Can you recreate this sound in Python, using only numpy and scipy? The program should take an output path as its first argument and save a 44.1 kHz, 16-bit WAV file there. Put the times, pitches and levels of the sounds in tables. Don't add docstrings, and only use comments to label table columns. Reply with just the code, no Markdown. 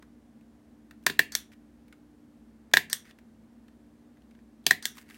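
import sys
import numpy as np
from scipy import signal
from scipy.fft import rfft, irfft
from scipy.io import wavfile

SR = 44100
rng = np.random.default_rng(int(sys.argv[2]) if len(sys.argv) > 2 else 0)


def generate_wav(signal):
    frames = np.transpose(np.atleast_2d(signal))
    scaled = np.clip(frames, -1, 1) * 32767
    pcm = np.round(scaled).astype(np.int16)
    wavfile.write(sys.argv[1], SR, pcm)


N = 228075

# start in seconds, stage, metal crack in dB, ring of the steel against the crack
# in dB, hollow knock before its high-pass in dB, knock delay in seconds, knock frequency in Hz.
BLOWS = [(1.0637, "shear", -17, -10, -11.5, .0029, 1814), (1.097, "clinch", -34, -5, -20, 0.00062, 1690),
         (1.1905, "clinch", -20.5, -7, -2.5, .0024, 1787), (1.3200, "unlatch", -41, -9.5, -45, .001, 1830),
         (1.3510, "snap back", -21.5, -10, -22.5, 0.00062, 1750),
         (2.7354, "shear", -17, -5.5, -3, .0037, 1750), (2.7684, "clinch", -21, -7, -2, .0018, 1750),
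         (2.8980, "unlatch", -41.5, -13, -43, 0.0008, 1800),
         (2.9290, "snap back", -21, -10, -21.5, .0007, 1810), (4.6642, "shear", -16, -14, -22, .002, 1750),
         (4.7070, "clinch", -19.5, -10, -2, .0023, 1837), (4.8243, "unlatch", -45, -9, -50, 0.00069, 1796),
         (4.8539, "snap back", -23.5, -13, -25.5, .0007, 1910)]


def amp(db):
    return 10 ** (np.asarray(db) / 20)


def evened(x):
    return x / np.sqrt(np.mean(x ** 2) + 1e-20)


def read(points, hz):
    f, value = np.transpose(points)
    return np.interp(np.log(hz + 1), np.log(f + 1), value)


def add(mix, start_s, sound):
    part = mix[round(start_s * SR):][:len(sound)]
    part += sound[:len(part)]


def coloured(x, spectrum):
    gain = amp(read(spectrum, np.fft.rfftfreq(len(x), 1 / SR)))
    return irfft(rfft(x) * gain, len(x))


def high(x, hz, order):
    return signal.sosfilt(signal.butter(order, hz, "high", fs=SR, output="sos"), x)


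def swelling_ring(t, hz, width_hz):
    u = np.pi * width_hz * np.maximum(t, 0)
    return u * np.exp(1 - u) * np.sin(2 * np.pi * hz * t)


def background():
    # frequency in Hz, relative density in dB per Hz.
    air = [(30, -23), (55, -3), (110, -7.5), (200, -6), (240, 0), (280, -6.5), (400, -11), (700, -17),
           (1300, -25), (1700, -25), (2500, -31.5), (5000, -36), (9000, -38.5), (15800, -44)]
    # frequency in Hz, width of the wavering in Hz, level in dB.
    hum = [(59.2, 1.5, -68), (221.5, 2.5, -61), (238, 10., -63), (296.1, .3, -64), (333.8, 2.5, -76),
           (8700, 40., -98)]
    air_db = -61
    t = np.arange(N) / SR
    out = amp(air_db) * evened(coloured(rng.standard_normal(N), air))
    for hz, width_hz, db in hum:
        r = np.exp(-np.pi * width_hz / SR)
        noise = rng.standard_normal(N) + 1j * rng.standard_normal(N)
        wobble = signal.lfilter([1], [1, -r], noise)
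        carrier = 2.0 + wobble / np.sqrt(np.mean(abs(wobble) ** 2))
        tone = (carrier * np.exp(2j * np.pi * hz * t)).real
        out += amp(db) * evened(tone)
    return out


def tick(chance, db, hz, snap_db):
    t60_s = 0.025
    t = np.arange(len(chance)) / SR
    snap = high(chance, 450., order=2) * amp(-60 * t / t60_s)
    sound = signal.lfilter(*signal.iirpeak(hz, 2.5, SR), snap) + amp(snap_db) * snap
    return amp(db) * sound / np.sqrt(np.mean(sound[:100] ** 2))


def room(direct, all_round):
    # delay in seconds, level in dB.
    echoes = [(.0055, -18), (0.0104, -21), (.0135, -28), (.021, -29)]
    # frequency in Hz, t60 in seconds, relative level in dB.
    tail_bands = [(149, 0.9, -1.5), (500, 0.25, -2), (1640, 0.23, -0.5), (2950, 0.25, 0), (4940, 0.17, -1),
                  (8000, .2, -3), (15000, 0.13, 8.5)]
    tail_db = -10
    taps = np.zeros(SR // 2)
    at = np.arange(200, len(taps) - 20, 20)
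    taps[at + rng.integers(0, 20, len(at))] = rng.choice([-1., 1.], len(at))
    hz, t, z = signal.stft(taps, SR, nperseg=256)
    t60_s, db = (read([(row[0], row[k]) for row in tail_bands], hz)[:, None] for k in (1, 2))
    tail = signal.istft(z * amp(db - 60 * t / t60_s), SR, nperseg=256)[1]
    tail *= amp(tail_db) / np.linalg.norm(tail)
    out = direct + signal.fftconvolve(all_round, tail)[:N]
    for delay_s, echo_db in echoes:
        add(out, delay_s, amp(echo_db) * direct)
    return out


def blow(chance, stage, crack_db, ring_db, knock_db, delay_s, knock_hz):
    stages = {"shear": (0.0024, 0.0176, -34, 0.11), "clinch": (.003, 0.0256, -34, 0.13),
              "unlatch": (0.0023, 0.0058, -62.5, 1), "snap back": (0.0012, 0.0087, -52.5, 1)}
    # frequency in Hz, relative density from the blade in dB per Hz,
    # the same from the spring in dB per Hz.
    clatter_spectra = [(300, -31, -44.5), (1221, -11.5, -27.5), (2550, 0.5, -6.5), (3900, 1.5, 1.5),
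                       (5078, 1.5, 0), (6000, -4.5, 1.5), (7300, -3, 1), (9200, -8.5, -6),
                       (10500, -9.5, -2), (13393, -8.5, -5.5), (15600, -10, -11), (15800, -6.5, -5)]
    # frequency in Hz, relative level from the blade in dB,
    # the same from the spring in dB, t60 in seconds.
    steel_modes = [(739.5, -8.5, -32, 0.015), (1048, -2, -30.5, 0.01), (1660, -12.5, -19.5, .06),
                   (1810, -9, -33, 0.032), (2216, -12, -14.5, 0.016), (2404, -7.5, -10.5, 0.014),
                   (2756, -31, -35, 0.21), (3440, -27, -22, .06), (3840, -8, -6, .005),
                   (4200, 2.5, -12.5, 0.0041), (5890, -27.5, -16.5, 0.025), (6470, -18, -9.5, 0.014),
                   (8510, -19, -4, 0.019)]
    spike_db, spike_t60_s, rattle_db, rattle_t60_s = 3, 0.007, -23, 0.07
    knock_width_hz, knock_edge_hz, thump_hz = 330, 1500, 284

    rise_s, t60_s, thump_db, part = stages[stage]
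    t = np.arange(len(chance)) / SR
    rise = np.minimum(t / rise_s, 1) ** 2
    fall_s = np.maximum(t - rise_s, 0)
    burst = rise * amp(-60 * fall_s / t60_s)
    spike = rise * amp(spike_db - 60 * fall_s / spike_t60_s)
    rattle = rise * amp(rattle_db - 60 * fall_s / rattle_t60_s)
    colour = [(f, a + part * (b - a)) for f, a, b in clatter_spectra]
    clatter = (burst + spike + rattle) * evened(coloured(chance, colour))

    hz, blade_db, spring_db, ring_t60_s = np.transpose(steel_modes)[:, :, None]
    mode_db = blade_db + part * (spring_db - blade_db)
    modes = amp(mode_db - 60 * t / ring_t60_s) * np.sin(2 * np.pi * hz * t)
    steel = signal.fftconvolve(burst * chance, modes.sum(0))[:len(t)]
    steel = high(steel, 570.0, order=3)
    steel *= amp(ring_db) / np.sqrt(np.mean(steel[:400] ** 2))

    knock = high(swelling_ring(t - delay_s, knock_hz, knock_width_hz), knock_edge_hz, order=4)
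    knock *= amp(knock_db)
    thump = swelling_ring(t - .004, thump_hz, 130.0)
    thump += 0.32 * swelling_ring(t - .008, 165., 50.)
    thump += 1.1 * swelling_ring(t - .004, 390., 150.0)
    thump += .1 * swelling_ring(t - .015, 100., 34.0)
    body = amp(crack_db) * steel + amp(thump_db) * thump

    even = coloured(signal.unit_impulse(len(t), idx=100), colour) * (t < .02)
    even *= np.linalg.norm(clatter) / np.linalg.norm(even)
    side_mode = amp(knock_db - 11.0) * swelling_ring(t - delay_s, 2200., 700.)
    direct = body + knock + amp(crack_db) * clatter
    all_round = body + amp(-7.5) * knock + side_mode + amp(crack_db) * even
    return direct, all_round


def spring():
    # frequency in Hz, width in Hz, relative level while it slides in dB,
    # the same after it snaps back in dB.
    resonances = [(1750, 400, -3, -5.5), (3450, 250, -16, 0), (4600, 500, -0.5, -20), (5707, 500, -7, -1),
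                  (8410, 600, -16, -13)]
    rub_db, shiver_start_db, t60_s = -50, -43.5, 0.22
    t, slide, shiver = np.arange(N) / SR, np.zeros(N), np.zeros(N)
    starts, ends = ([row[0] for row in BLOWS if row[1] == stage] for stage in ("unlatch", "snap back"))
    for start, end in zip(starts, ends):
        slide += amp(rub_db) * (t > start) * (t < end)
        shiver += amp(shiver_start_db - 60 * np.maximum(t - end, 0) / t60_s) * (t >= end)
    out, noise = np.zeros(N), rng.standard_normal(N)
    for hz, width_hz, slide_db, shiver_db in resonances:
        fuzz = evened(signal.lfilter(*signal.iirpeak(hz, hz / width_hz, SR), noise))
        out += fuzz * (amp(slide_db) * slide + amp(shiver_db) * shiver)
    return out


def slides():
    # start in seconds, length in seconds, scrape in dB, fine hiss in dB.
    strokes = [(1.515, 0.027, -60, -68), (3.045, 0.07, -60, -70.5), (4.947, 0.086, -62, -63),
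               (5.031, 0.062, -68.5, -78), (5.086, 0.089, -62.5, -66.5)]
    # frequency in Hz, relative density in dB per Hz.
    rustle_spectrum = [(300, -34.5), (1200, -7.5), (1900, 6), (2400, -1.5), (3300, -9), (4800, -8),
                       (7000, -17), (15800, -33)]
    # frequency in Hz, relative density in dB per Hz.
    hiss_spectrum = [(2000, -29), (6000, -2.5), (9000, 1), (15800, -5)]
    fade_s, clump = 0.006, 96
    clump_db = 3.0 * np.minimum(rng.exponential(1, N // clump + 1), 4)
    grains = rng.standard_normal((2, N)) * amp(np.repeat(clump_db, clump)[:N])
    t = np.arange(N) / SR
    scrape, hiss = np.zeros(N), np.zeros(N)
    for start, length, scrape_db, hiss_db in strokes:
        envelope = np.clip(np.minimum(t - start, start + length - t) / fade_s, 0, 1)
        scrape += amp(scrape_db) * envelope
        hiss += amp(hiss_db) * envelope
    scrape *= evened(coloured(grains[0], rustle_spectrum))
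    hiss *= evened(coloured(grains[1], hiss_spectrum))
    return scrape + hiss


def scene():
    # start in seconds, level in dB, centre in Hz,
    # broad snap against its centre in dB.
    ticks = [(.025, -53, 1120, -48), (.41, -67.5, 2500, -17), (.910, -49, 1660, -20),
             (1.027, -68, 3000, -5), (1.038, -62, 1820, -7), (1.170, -57, 1700, -18),
             (1.518, -61, 1750, -27), (1.534, -62, 2440, -22), (1.881, -63, 2010, -15),
             (1.926, -50.5, 1600, -35.5), (2.714, -57.5, 1674, -21.5), (3.11, -51.5, 2210, -37.5),
             (3.187, -55.5, 2120, -22.5), (3.682, -61.5, 1686, -25), (4.171, -63.5, 2010, -24),
             (4.22, -67, 2986, -18), (4.31, -63.5, 1747, -35), (4.35, -62.5, 1703, -34.5),
             (4.39, -62, 1805, -34.5), (4.641, -65, 3500, -15.5), (4.654, -64, 3080, -30.5),
             (4.971, -48, 1290, -10), (4.981, -46, 1560, -26), (4.985, -47.5, 2520, -19.5),
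             (5.100, -50.5, 1830, -18), (5.108, -48, 1800, -29.5), (5.144, -50, 2600, -15)]
    direct = slides() + spring()
    for (start_s, *row), chance in zip(ticks, rng.standard_normal((len(ticks), 2048))):
        add(direct, start_s, tick(chance, *row))
    all_round = direct.copy()
    for (start_s, *row), chance in zip(BLOWS, rng.standard_normal((len(BLOWS), 8192))):
        to_microphone, to_walls = blow(chance, *row)
        add(direct, start_s, to_microphone)
        add(all_round, start_s, to_walls)
    return (room(direct, all_round) + background())[None]


def record(dry):
    bass_cut_hz, edge_hz = 49, 16000
    thin = high(dry, bass_cut_hz, order=2)
    low_pass = signal.firwin(511, edge_hz, window=("kaiser", 9), fs=SR)
    return signal.oaconvolve(thin, low_pass[None], "same")


dry = scene()
out = record(dry)
generate_wav(out)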